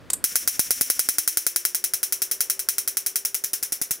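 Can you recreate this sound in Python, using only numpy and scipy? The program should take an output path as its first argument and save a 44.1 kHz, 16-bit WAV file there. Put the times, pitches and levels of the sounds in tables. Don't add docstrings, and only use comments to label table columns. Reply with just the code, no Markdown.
import sys
import numpy as np
from scipy import signal
from scipy.fft import rfft, irfft
from scipy.io import wavfile
from scipy.ndimage import uniform_filter1d, minimum_filter1d

SR = 44100
rng = np.random.default_rng(int(sys.argv[2]) if len(sys.argv) > 2 else 0)


def transcribe(signal):
    frames = np.atleast_2d(signal).T
    limited = np.clip(frames, -1, 1)
    pcm = np.round(limited * 32767).astype(np.int16)
    wavfile.write(sys.argv[1], SR, pcm)


N = 176400
TIME = np.arange(N) / SR
AGE = np.arange(int(.3 * SR)) / SR

# f/Hz, likeness (1 same, -1 opposite)
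SNAP_LIKENESS = [(100, -1.22), (700, 0.3), (1300, 0.3), (2400, 0.77), (4400, 1), (6000, 1), (9000, 1),
                 (12000, 0.38), (15000, -0.045)]
# f/Hz, likeness
AIR_LIKENESS = [(60, -0.64), (150, 0.38), (350, 0.74), (1000, 0.76), (8000, 1)]


def amp(db):
    return 10 ** (np.asarray(db) / 20)


def unit(x):
    return x / np.sqrt(np.mean(x ** 2) + 1e-20)


def read(points, hz):
    f, value = np.transpose(points)
    return np.interp(np.log(hz + 1), np.log(f + 1), value)


def fade(t, t60):
    return np.exp(-np.log(1000) * np.maximum(t, 0) / t60)


def add(mix, start_s, sound):
    part = mix[:, round(start_s * SR):][:, :sound.shape[1]]
    part += sound[:, :part.shape[1]]


def noise(colour, likeness, size):
    hz = np.fft.rfftfreq(size, 1 / SR)
    mid, side = rfft(rng.standard_normal((2, size)))
    alike = np.clip(read(likeness, hz), -.99, .99)
    mid, side = mid * np.sqrt(1 + alike), side * np.sqrt(1 - alike)
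    return unit(irfft(np.array([mid + side, mid - side]) * amp(read(colour, hz)), size))


def burst(colour, envelope):
    return unit(noise(colour, SNAP_LIKENESS, len(AGE)) * envelope) * np.sqrt(np.mean(envelope ** 2))


def shortest_click(colour):
    log_gain = np.log(amp(read(colour, abs(np.fft.fftfreq(len(AGE), 1 / SR)))))
    return np.fft.ifft(np.exp(np.conj(signal.hilbert(log_gain)))).real


def fan():
    # t/s, f/Hz, level/dB
    blade_note = [(0, 297, -61), (.25, 295, -64), (.6, 245, -71), (.95, 265, -61), (1.25, 315, -59),
                  (1.5, 346, -61), (1.75, 364, -61.5), (2, 377, -60.5), (2.5, 386, -58.5), (3.4, 393, -61),
                  (4, 393, -69)]
    # f/Hz, level/dB
    air_colour = [(25, -5), (70, -3.5), (150, -7.5), (300, -3), (500, 2), (800, -8), (1500, -5),
                  (2800, -13.5), (4500, -17.5), (7000, -23.5), (15000, -31)]
    # t/s, level/dB
    air_level = [(0, -52.5), (.24, -51.5), (.45, -52), (1.4, -57.5), (2.5, -53), (3.3, -57), (4, -55)]
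    times, hz, db = np.transpose(blade_note)
    waver = .005 * unit(uniform_filter1d(rng.standard_normal(N), size=3000))
    cycles = np.cumsum(np.interp(TIME, times, hz) * (1 + waver)) / SR
    hum = amp(np.interp(TIME, times, db)) * unit(np.sin(2 * np.pi * cycles))
    air = amp(np.interp(TIME, *np.transpose(air_level))) * noise(air_colour, AIR_LIKENESS, N)
    return hum + air


def hand_rumble(lumps_db=0.5):
    # f/Hz, level/dB
    colour = [(25, -13), (65, 4.5), (130, -4.5), (260, -2), (600, -20), (1500, -40), (8000, -60)]
    # t/s, level/dB
    level = [(0, -50), (.25, -52), (.75, -53), (1.1, -63), (1.4, -81), (3.3, -75), (4, -75)]
    lumps = unit(uniform_filter1d(rng.standard_normal(N), size=2500))
    db = np.interp(TIME, *np.transpose(level)) + lumps_db * lumps
    return amp(db) * noise(colour, AIR_LIKENESS, N)


def switch(click_t60=.014, room_db=-21, room_t60=0.16):
    # t/s, tick level/dB, spring level/dB
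    clicks = [(0.1014, -18, -45), (0.1038, -15.5, -42), (0.1332, -24, -9.5), (.1362, -25, -15),
              (0.141, -26, -43)]
    # f/Hz, level/dB
    tick = [(200, -12), (700, -11), (1200, -8), (2200, -14), (3500, -10), (4900, -5), (5600, -10),
            (7000, -2), (8300, 0), (11000, -6), (15500, -15)]
    # f/Hz, level/dB
    spring = [(200, -24), (3000, -31.5), (6000, -34), (7400, -9), (8300, -6), (9300, -6), (10400, -23),
              (11600, -10), (13000, -23), (15000, -38)]
    out = np.zeros((2, N))
    envelope = fade(AGE, click_t60) + amp(room_db) * fade(AGE, room_t60)
    for start_s, tick_db, spring_db in clicks:
        click = amp(tick_db) * burst(tick, envelope) + amp(spring_db) * burst(spring, envelope)
        add(out, start_s, click)
    return out


def thump(hz, rise_s=.0007, fade_s=0.0013, knock_hz=603, knock_t60=0.0038, knock_db=4.5):
    # left/dB, right/dB
    sides_db = (0.2, 1.53)
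    phase = rng.normal(0, .35) + np.array([[2.39], [0]])
    swing_shape = (1 - np.exp(-(AGE / rise_s) ** 2)) * np.exp(-AGE / fade_s)
    swing = swing_shape * np.sin(2 * np.pi * hz * AGE + phase)
    knock_shape = (1 - np.exp(-AGE * knock_hz * 2)) * fade(AGE, knock_t60)
    knock = amp(knock_db) * knock_shape * np.sin(2 * np.pi * knock_hz * AGE + phase)
    bass_cut = signal.butter(1, 37, "high", fs=SR)
    return 2 * amp(sides_db)[:, None] * signal.lfilter(*bass_cut, swing + knock)


def crack(hold_s=0.0017, t60=0.0036, scatter_db=7.5, evenness=.75):
    # f/Hz, level/dB
    colour = [(100, -32), (700, -21), (1100, -21), (1500, -15), (2300, -14), (3200, -19), (4100, -18),
              (4800, -7), (5900, -6), (7000, -9), (8800, -9), (10000, -1), (11200, -4), (12500, -8),
              (13500, 0), (15500, -9)]
    # f/Hz, level/dB, time to fade by 60 dB/s
    holder_notes = [(1379, -20, 0.012), (2070, -24.5, 0.012)]
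    sizes = amp(scatter_db * rng.standard_normal(len(AGE))) * fade(AGE - hold_s, t60)
    spectrum = rfft(noise([(0, 0), (SR, 0)], SNAP_LIKENESS, len(AGE)) * sizes)
    spectrum /= (abs(spectrum) ** 2).mean(0) ** (evenness / 2)
    snap = irfft(spectrum * rfft(shortest_click(colour)), len(AGE))
    snap *= fade(AGE - 2 * hold_s, 2 * t60)
    holder = sum((-1) ** k * amp(db) * unit(np.sin(2 * np.pi * hz * AGE) * fade(AGE, note_t60))
                 for k, (hz, db, note_t60) in enumerate(holder_notes))
    return (unit(snap) + holder) * np.sqrt(hold_s / AGE[-1])


def crack_and_room(echo_s=0.0071, echo_width_s=0.0021, echo_db=2.5, tail_db=-.5):
    # f/Hz, level/dB
    colour = [(100, -19), (700, -19.5), (1050, -25), (1500, -16.5), (2200, -14.5), (3500, -16.5),
              (4800, -15.5), (5500, -1.5), (6100, -5.5), (7000, -7), (9000, -9), (9750, 1), (11000, -5.5),
              (12500, -5), (13600, 0.5), (15500, -5)]
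    # f/Hz, time to fade by 60 dB/s
    room_t60 = [(300, 0.057), (1500, 0.25), (5500, 0.2), (10000, 0.17), (15000, .16)]
    echo = burst(colour, amp(echo_db) * np.exp(-.5 * ((AGE - echo_s) / echo_width_s) ** 2))
    hz, t, bands = signal.stft(noise(colour, SNAP_LIKENESS, len(AGE)), SR, nperseg=256)
    bands *= fade(t, read(room_t60, hz)[:, None])
    tail = signal.istft(bands, SR, nperseg=256)[1][:, :len(AGE)]
    return np.array([crack(), echo + amp(tail_db) * tail])


def sparks(ring_db=-12, ring_t60=0.21, thump_boost_db=3, camera_moves_s=3.2):
    # t/s, strength/dB, relative crack level/dB, relative thump level/dB, thump f/Hz
    events = [(0.2412, -3, 6.5, -10, 324), (0.3565, -6.5, 6.5, -16.5, 420), (0.4759, -4, 7, -17, 444),
              (0.594, -5, 5, 1, 250), (0.707, -4.5, 6, -5.5, 480), (0.8107, -9, 6.5, -1.5, 278),
              (0.9005, -9, 7, -6, 475), (0.9933, -9.5, 8, -11.5, 480), (1.0881, -12, 8, -4, 263),
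              (1.1836, -13.5, 8.5, -7, 270.0), (1.2766, -13, 8.5, -14, 222), (1.372, -14.5, 9, -10, 355),
              (1.466, -16, 9, -9.5, 403), (1.561, -16.5, 10, -16, 370), (1.6515, -16.5, 9.5, -19, 370.0),
              (1.7469, -19, 4, -13, 312), (1.8404, -18.5, 4.5, -14, 378), (1.9362, -19, 6, -15.5, 315),
              (2.0303, -18.5, 4, -14, 297), (2.1238, -18.5, 4, -19.5, 390.0), (2.2191, -18.5, 4, -11, 403),
              (2.3129, -19, 3, -18.5, 356), (2.406, -17.5, 5.5, -16, 292), (2.4987, -18, 5, -18, 302),
              (2.593, -22.5, 1.5, -34, 430.0), (2.6876, -15.5, 9, -19, 330), (2.7824, -19.5, 7, -14, 296),
              (2.8763, -20, 5.5, -17, 304), (2.9701, -19.5, 7, -18, 313), (3.0625, -19.5, 3.5, -27, 370.0),
              (3.1576, -19, 5.5, -16, 390), (3.25, -19.5, 5, -16, 270.0), (3.3445, -20, 5.5, -32, 390),
              (3.4388, -20, -1, -9, 306), (3.5325, -19, 0, -9.5, 337), (3.6274, -20, 1, -9.5, 353),
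              (3.7216, -20, -2, -6.5, 338), (3.815, -20.5, 1, -1, 254), (3.9087, -19, 1.5, -4, 243)]
    # f/Hz, relative level/dB
    ring_notes = [(5413, -4), (5531, -3), (5698, -5), (5937, -2), (6049, -2), (6361, -5), (7353, -7),
                  (9549, -2), (9737, -1), (9888, 0), (10120, -5), (10474, -4), (13490, -3), (13716, -3)]
    out = np.zeros((2, N))
    usual = crack_and_room()
    chord = unit(sum(amp(db) * np.sin(2 * np.pi * (hz * AGE + rng.random())) for hz, db in ring_notes))
    ring = amp(ring_db) * chord * fade(AGE, ring_t60)
    for start_s, strength_db, crack_db, thump_db, thump_hz in events:
        new_share = 1 if start_s > camera_moves_s else 0.16
        direct, room = np.sqrt(1 - new_share) * usual + np.sqrt(new_share) * crack_and_room()
        low = amp(thump_boost_db + thump_db) * thump(thump_hz)
        add(out, start_s, amp(strength_db) * (amp(crack_db) * direct + room + ring + low))
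    return out * amp([[.5], [-.5]])


def scene():
    return switch() + sparks() + fan() + hand_rumble()


def record(dry, limit_db=-9.5, window_s=0.0021, hold_s=0.038, recover_db_per_s=306, ceiling=0.78):
    power = uniform_filter1d((dry ** 2).mean(0), int(window_s * SR))
    over_db = np.maximum(10 * np.log10(abs(power) + 1e-12) - limit_db, 0)
    half_hold = int(hold_s * SR / 2)
    held_db = -minimum_filter1d(-over_db, 2 * half_hold + 1, origin=half_hold)
    recovery_db = TIME * recover_db_per_s
    cut_db = np.maximum.accumulate(held_db + recovery_db) - recovery_db
    rounded = ceiling * np.tanh(dry * amp(-cut_db) / ceiling)
    treble_cut = signal.firwin(255, 15850, window=("kaiser", 9), fs=SR)
    return signal.oaconvolve(rounded, treble_cut[None], "same")


dry = scene()
out = record(dry)
transcribe(out)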